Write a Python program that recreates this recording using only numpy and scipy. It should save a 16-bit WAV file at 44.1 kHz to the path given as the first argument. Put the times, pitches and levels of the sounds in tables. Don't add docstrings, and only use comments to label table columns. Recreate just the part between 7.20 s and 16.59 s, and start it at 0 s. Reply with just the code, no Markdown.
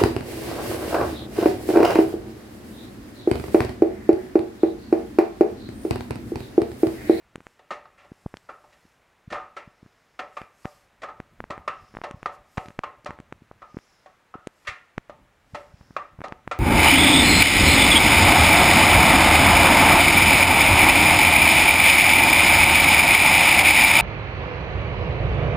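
import sys
import numpy as np
from scipy import signal
from scipy.fft import rfft, irfft, next_fast_len
from scipy.io import wavfile
from scipy.ndimage import uniform_filter1d, map_coordinates

SR = 44100
rng = np.random.default_rng(int(sys.argv[2]) if len(sys.argv) > 2 else 0)


def log_audio(samples):
    frames = np.atleast_2d(samples).T
    limited = np.clip(frames, -1, 1)
    pcm = np.round(limited * 32767).astype(np.int16)
    wavfile.write(sys.argv[1], SR, pcm)


N = 414099

# frequency [Hz], relative density [dB per Hz].
KITCHEN_COLOUR = [(25, 0), (100, 1), (300, -1), (600, 1), (1300, 0), (2000, -2), (2500, -5), (3200, -10),
                  (3900, -12), (4700, -16), (7000, -17.5), (8500, -21), (11000, -23.5), (15000, -28)]
# frequency [Hz], relative density [dB per Hz].
BUBBLING_COLOUR = [(15, -8), (45, 1), (110, -1), (230, -8), (420, -20), (1000, -45)]
# time [s], level before the bubbling gain [dB].
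BUBBLING_LEVELS = [(0, -64), (0.4, -87), (0.95, -69), (1.5, -74), (2.9, -77), (3.7, -72), (4.25, -59),
                   (4.95, -62), (5.15, -70), (6.1, -60), (6.9, -76), (7.8, -77), (7.95, -59), (8.25, -66),
                   (8.5, -58.5), (9.39, -59)]
# frequency [Hz], relative density [dB per Hz].
SIDE_HISS_COLOUR = [(100, 16.0), (1000, 0), (4000, -3), (12000, 2.5), (16000, 10)]
# frequency [Hz], relative density [dB per Hz].
FIZZ_COLOUR = [(1200, -6), (3000, -1), (4200, -1), (5200, 2), (6200, -1), (7600, 1), (9800, -5),
               (11400, -2), (13000, -8), (16000, -19)]
# frequency [Hz], relative density [dB per Hz].
JET_COLOUR = [(2000, -12), (3500, -9), (4600, -7), (5250, 1), (5900, -7), (7000, -10), (8500, -20),
              (9800, -15), (13000, -27)]
# middle [s], length [s], peak before flicker [dB].
STEAM_WISPS = [(0.278, 0.14, -73.5), (1.1, 0.45, -73), (1.6, 0.28, -74), (3.185, 0.11, -69),
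               (3.502, .19, -65), (5.143, 0.032, -66.5), (5.417, 0.18, -66), (7.416, 0.15, -72),
               (8.38, .15, -70)]
# middle [s], length [s], peak before flicker [dB].
RIM_JETS = [(2.767, 0.55, -76), (4.683, 0.24, -69), (5.017, 0.091, -75), (6.68, 0.29, -68),
            (8.68, .25, -68.5)]
# snap time [s], puff level before its gain [dB], puff pitch before the
# depth factor [Hz], snap level before its gain [dB], spray level before its gain [dB].
BLISTER_POPS = [(0.1578, -21.5, 264, -20.5, -48), (0.1815, -30.5, 231, -50, -75),
                (0.2055, -37, 276, -33.5, -68), (0.2682, -64, 400, -25, -59),
                (0.9197, -22.5, 213, -42, -89), (1.0632, -14, 147, -21.5, -89),
                (1.1414, -22.5, 306, -23, -64), (1.1702, -56, 342, -29, -46), (1.654, -38, 220, -59, -90),
                (2.08, -25, 129, -65, -85), (2.1183, -28, 250, -28, -63), (2.478, -29.5, 149, -51, -80),
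                (2.6307, -30, 186, -52, -89), (2.663, -33.5, 181, -44, -92), (3.2173, -30, 157, -23.5, -55),
                (3.4557, -15, 180, -16.5, -54.5), (4.0023, -22, 197, -20.5, -60),
                (4.2043, -52, 370, -16.5, -59), (4.2126, -33, 142, -64, -90), (4.241, -38, 261, -22, -65),
                (4.307, -23.5, 190, -20, -47.5), (4.379, -34, 175, -23, -66), (4.7414, -32, 233, -36, -77),
                (4.7509, -34, 261, -26.5, -66), (4.77, -31, 170, -17.5, -59), (4.788, -35, 218, -30, -86),
                (4.8163, -43, 291, -21, -61), (4.9112, -25, 242, -23.5, -50.5),
                (4.9458, -22.5, 113, -52, -97), (5.0302, -33, 246, -21.5, -57),
                (5.381, -12.5, 123, -11.5, -50), (5.459, -33, 247, -31.5, -58),
                (5.4854, -27, 180, -28.5, -54), (5.5056, -34, 161, -32.5, -68),
                (5.5913, -18.5, 186, -10.5, -46.5), (5.847, -35, 250, -42, -50),
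                (5.8941, -25, 151, -53, -80), (5.9074, -33, 178, -18.5, -59),
                (5.9888, -43, 295, -29.5, -70), (6.0022, -24.5, 195, -31.5, -60),
                (6.1255, -24, 276, -20.5, -56), (6.222, -31, 190, -62, -97), (6.3141, -56, 182, -27.5, -83),
                (6.546, -26, 191, -40, -84), (6.5706, -14, 240, -27, -70), (6.588, -44, 192, -32, -62),
                (7.1556, -21, 273, -44, -80), (7.2725, -14, 332, -22, -44), (7.492, -28.5, 75.5, -57, -90),
                (7.7807, -15.5, 181, -12, -48), (8.339, -24.5, 118, -59, -98), (8.5436, -29, 92, -74, -95),
                (8.6119, -32.5, 113, -39, -82), (8.7087, -28.5, 170, -39, -85),
                (8.9913, -24.5, 99, -32.5, -88), (9.0066, -23.5, 215, -28.5, -65),
                (9.0171, -28, 183, -21, -63), (9.0838, -32, 338, -30, -52.5),
                (9.1238, -25.5, 190, -17, -54), (9.277, -24, 175, -15.5, -54)]
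# start [s], body level [dB], ring level [dB], crack level [dB],
# ring pitch [Hz], rise [s], decay [s]; rise and decay have small floors.
FAT_SPITS = [(0.392, -58.5, -66, -64.5, 1280, .0004, 0.0063), (0.506, -37.5, -35, -41, 1282, 0.00017, 0.02),
             (0.654, -58, -55, -67, 1230, .0008, 0.0037), (0.775, -63, -59.5, -58.5, 1360, 0.0078, 0.043),
             (0.843, -58, -70, -70, 1240, .0027, .0066), (1.289, -46.5, -43, -56, 1348, 0.00053, 0.014),
             (1.44, -56.5, -64, -80, 1240, 0.0023, 0.0034), (1.523, -68, -78, -65, 1350, .0044, .012),
             (2.101, -51, -55, -48.5, 1420, .012, .007), (2.123, -35, -38, -41, 1300, 0.0012, 0.009),
             (2.141, -40, -35, -48.5, 1245, .0008, 0.041), (2.365, -44.5, -41, -46, 1344, 0.0012, .016),
             (2.991, -37.5, -37.5, -41, 1305, 0.00036, .01), (3.167, -42.5, -38, -47, 1185, .0022, .008),
             (3.446, -45.5, -47.5, -57, 1204, 0.001, 0.0081),
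             (3.818, -52, -57, -51.5, 1240, 0.0033, 0.0035), (3.83, -40, -39, -46.5, 1230, .0056, .006),
             (3.884, -46.5, -44, -59, 1230, 0.0045, 0.0098),
             (4.301, -37.5, -37.5, -46.5, 1218, .0034, 0.012), (4.477, -36, -29.5, -39, 1184, .0004, .0033),
             (4.836, -35.5, -41, -44.5, 1090, 0.00054, 0.0079),
             (5.058, -36, -30.5, -41.5, 1216, 0.00097, 0.0022),
             (5.372, -37.5, -41, -45, 1290, 0.00072, 0.0035),
             (5.6347, -39, -34, -46, 1060, 0.00045, 0.0061),
             (5.859, -38, -40.5, -45.5, 1074, .0003, 0.0067), (6.418, -51, -46, -60.5, 1240, .0004, 0.011),
             (6.859, -51, -57, -63, 1104, .005, 0.0038), (7.14, -48.5, -43, -61, 1420, .0005, 0.004),
             (7.447, -62, -57, -57, 1280, .0036, .027), (7.469, -45.5, -36.5, -32.5, 1393, .006, .013),
             (7.896, -44, -52.5, -60, 1240, 0.00027, 0.0021), (8.345, -37, -41, -44, 1334, 0.0041, .008),
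             (8.765, -35.5, -30.5, -42, 1178, .0004, 0.0032),
             (9.038, -37.5, -40.5, -46.5, 1236, 0.00059, 0.014),
             (9.3121, -34, -32.5, -38, 1357, .0004, 0.01)]
# frequency [Hz], width [Hz], relative level before scatter [dB].
GRIDDLE_MODES = [(583.5, 37, 7.5), (748.4, 33, 6), (887, 16, 3), (1088, 55, -2.5), (1216, 23, 5.5),
                 (1298, 49, 3.5), (1822, 113, -5), (2164, 17, -7), (2400, 140, -11), (2700, 290, -13),
                 (3350, 15, -18.5), (4090, 210, -29.5)]
# frequency [Hz], relative density [dB per Hz].
BURST_COLOUR = [(60, -32), (380, -1.5), (520, 1), (1250, 0), (1550, -6.5), (2000, -2), (2750, -17),
                (3200, -16), (4500, -23), (7000, -30), (10000, -41), (15000, -60)]
# top edge [Hz], room tail [dB], room t60 [s].
ROOM_RANGES = [(1038, -10, 0.36), (1645, -8, 0.3), (3254, -9, 0.31), (16000, -14.5, 0.27)]

TOP_HZ = 15800
STIR_DB, STIR_S = -27.5, 0.073
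WISP_JET_DB = -7
SKIN_HZ, SPRAY_DB = 1485, -37.5
SKIN_OCTAVES_PER_DB = 0.04
MIST_DB, MIST_PER_BODY_DB = -8.5, 0.24


def amp(db):
    return 10 ** (np.asarray(db) / 20)


def rms(x):
    return np.sqrt(np.mean(x ** 2) + 1e-24)


def colour(points, hz):
    point_hz, db = np.transpose(points)
    return amp(np.interp(np.log(hz + 1), np.log(point_hz), db))


def wobble(rate):
    knots = rng.standard_normal(int(N * rate / SR) + 4)
    return map_coordinates(knots, [np.arange(N) * rate / SR])


def filtered(x, response):
    n = x.shape[-1]
    padded = next_fast_len(n + 4096)
    spectrum = rfft(x, padded) * response(np.fft.rfftfreq(padded, 1 / SR))
    return irfft(spectrum, padded)[..., :n]


def noise(points):
    x = filtered(rng.standard_normal(N), lambda hz: colour(points, hz))
    return x / rms(x)


def resonance(hz, centre, width):
    return 1j * hz * width / (centre ** 2 - hz ** 2 + 1j * hz * width)


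def swells(rows):
    t = np.arange(N) / SR
    return sum(amp(db) * np.exp(-2 * ((t - middle) / length) ** 2) for middle, length, db in rows)


def add(track, s, sound):
    start = max(round(s * SR), 0)
    part = track[start:start + len(sound)]
    part += sound[:len(part)]


def kitchen(level_db=-64.0):
    return amp(level_db + 0.24 * wobble(4.5)) * noise(KITCHEN_COLOUR)


def bubbling(gain_db=-2.5):
    times, levels = np.transpose(BUBBLING_LEVELS)
    strength = amp(np.interp(np.arange(N) / SR, times, levels) + gain_db)
    t = np.arange(SR // 2) / SR
    for s, body_db, *_ in FAT_SPITS:
        add(strength, s, amp(body_db + STIR_DB) * np.exp(-t / STIR_S))
    lumps = amp(4 * wobble(30))
    return strength * lumps * noise(BUBBLING_COLOUR)


def sizzle(patch_db=1.7, grain_db=1.5):
    fizz = swells(STEAM_WISPS)
    jet = swells(RIM_JETS) + amp(WISP_JET_DB) * fizz
    steam = fizz * noise(FIZZ_COLOUR) + jet * noise(JET_COLOUR)
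    bands = signal.stft(steam, nperseg=512)[2]
    patches = uniform_filter1d(rng.standard_normal(bands.shape), 8, 0)
    patches = uniform_filter1d(patches, 16, 1)
    bands = bands * amp(patch_db * patches / rms(patches))
    steam = signal.istft(bands, nperseg=512)[1][:N]
    return steam * amp(grain_db * wobble(1000))


def pop(puff_db, puff_hz, snap_db, snap_hz, spray_db,
        lead_cycles=0.026, spike_cycles=0.19, rebound_gain=0.15,
        skin_gain=0.18, skin_decay_cycles=0.33, leak_gain=0.62, edge_ratio=1.78,
        spray_decay_s=0.00085, spray_hz=5200):
    t = np.arange(-SR // 50, SR // 50) / SR
    after = np.maximum(t, 0)
    phase = 2 * np.pi * (puff_hz * t + lead_cycles)
    puff = -phase * np.exp((1 - phase * phase) / 2)

    def spike(delay):
        return np.exp(-((t - delay) * snap_hz / spike_cycles) ** 2)

    skin = np.sin(2 * np.pi * snap_hz * 1.28 * after)
    skin *= skin_gain * np.exp(-after * snap_hz / skin_decay_cycles)
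    rebound = rebound_gain * spike(rng.uniform(0.4, 1.8) / snap_hz)
    snap = spike(0) + rebound + skin
    snap = filtered(snap, lambda hz: leak_gain + (1 - leak_gain) / (1 + (hz / (edge_ratio * snap_hz)) ** 20))

    centre = min(spray_hz * rng.lognormal(0, .2), 8000)
    spray = rng.standard_normal(len(t)) * (t > 0) * np.exp(-after / spray_decay_s)
    spray = filtered(spray, lambda hz: resonance(hz, centre, .8 * centre) ** 2 / (1 + (hz / 11000) ** 10))
    spray /= rms(spray[(t > 0) & (t < .002)])
    return amp(puff_db) * puff - amp(snap_db) * snap + amp(spray_db) * spray


def blisters(puff_gain_db=-9.0, snap_gain_db=1, spray_gain_db=1, depth=0.9,
             small_db=-57, small_spread_db=9, lag_s=0.037, count=30):
    out = np.zeros(N)
    for s, puff_db, puff_hz, snap_db, spray_db in BLISTER_POPS:
        tightness_db = spray_db - snap_db - SPRAY_DB
        snap_hz = SKIN_HZ * 2 ** (SKIN_OCTAVES_PER_DB * tightness_db)
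        sound = pop(puff_db + puff_gain_db, puff_hz * depth,
                    snap_db + snap_gain_db, snap_hz, spray_db + spray_gain_db)
        add(out, s - 1 / 50, sound)
    for which, wait, size, pitch in rng.random((count, 4)):
        s = BLISTER_POPS[int(which * len(BLISTER_POPS))][0] + lag_s * wait
        db = small_db + small_spread_db * size
        add(out, s - 1 / 50, pop(db, 70 + 100 * pitch, db - 16, 1100 + 900 * pitch, db - 35))
    return out


def spits(ring_db=5, ring_width_hz=55, ragged_db=1.5, direct_decay_s=0.0037,
          linger_db=-31, linger_t60_s=1.6, mode_scatter_db=2.5):
    out = np.zeros(N)
    t = np.arange(3 * 2 ** 13) / SR
    hz = np.fft.rfftfreq(len(t), 1 / SR)
    modes = np.array([(2 * amp(db) * abs(resonance(hz, f, w)) ** 2) ** 2 for f, w, db in GRIDDLE_MODES])
    below = [0 * hz] + [1 / (1 + (hz / edge) ** 16) for edge, _, _ in ROOM_RANGES]
    shares = np.abs(np.diff(below, axis=0))
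    fat = colour(BURST_COLOUR, hz) ** 2
    slow = t[::32]
    direct = np.exp(-slow / direct_decay_s)
    linger = amp(linger_db - 60 * slow / linger_t60_s)
    echoes = [direct + amp(db) * (amp(-60 * slow / t60) + linger) for _, db, t60 in ROOM_RANGES]

    for s, body, ring, crack, pitch, rise, decay in FAT_SPITS:
        mist = crack + MIST_DB + MIST_PER_BODY_DB * (body - ring)
        scatter = amp(mode_scatter_db * rng.standard_normal(len(modes))) ** 2
        power = fat + scatter @ modes
        power += (2 * amp(ring_db) * abs(resonance(hz, pitch, ring_width_hz)) ** 2) ** 2
        random_phase = np.exp(2j * np.pi * rng.random(shares.shape))
        waves = irfft(np.sqrt(power * shares) * random_phase, len(t))
        volley = amp(ragged_db * rng.standard_normal(len(slow)))
        attack = 1 - np.exp(-slow / max(rise, 1e-4))
        burst = volley * attack * np.exp(-slow / max(decay, 1e-3))
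        for wave, db, echo in zip(waves, (body, ring, crack, mist), echoes):
            loudness = np.sqrt(np.convolve(burst ** 2, echo ** 2)[:len(slow)])
            band = wave * np.interp(t, slow, loudness)
            add(out, s, amp(db) * band / rms(band[:SR // 20]))
    return out


def scene(width_db=-82, lean_db=0.02):
    mid = kitchen() + bubbling() + sizzle() + blisters() + spits()
    side = amp(width_db) * noise(SIDE_HISS_COLOUR)
    return np.array([amp(lean_db) * mid + side, mid - side])


def record(dry, low_cut_hz=27):
    return filtered(dry, lambda hz: hz ** 2 / np.hypot(hz ** 2, low_cut_hz ** 2) * (hz < TOP_HZ))


dry = scene()
out = record(dry)
log_audio(out)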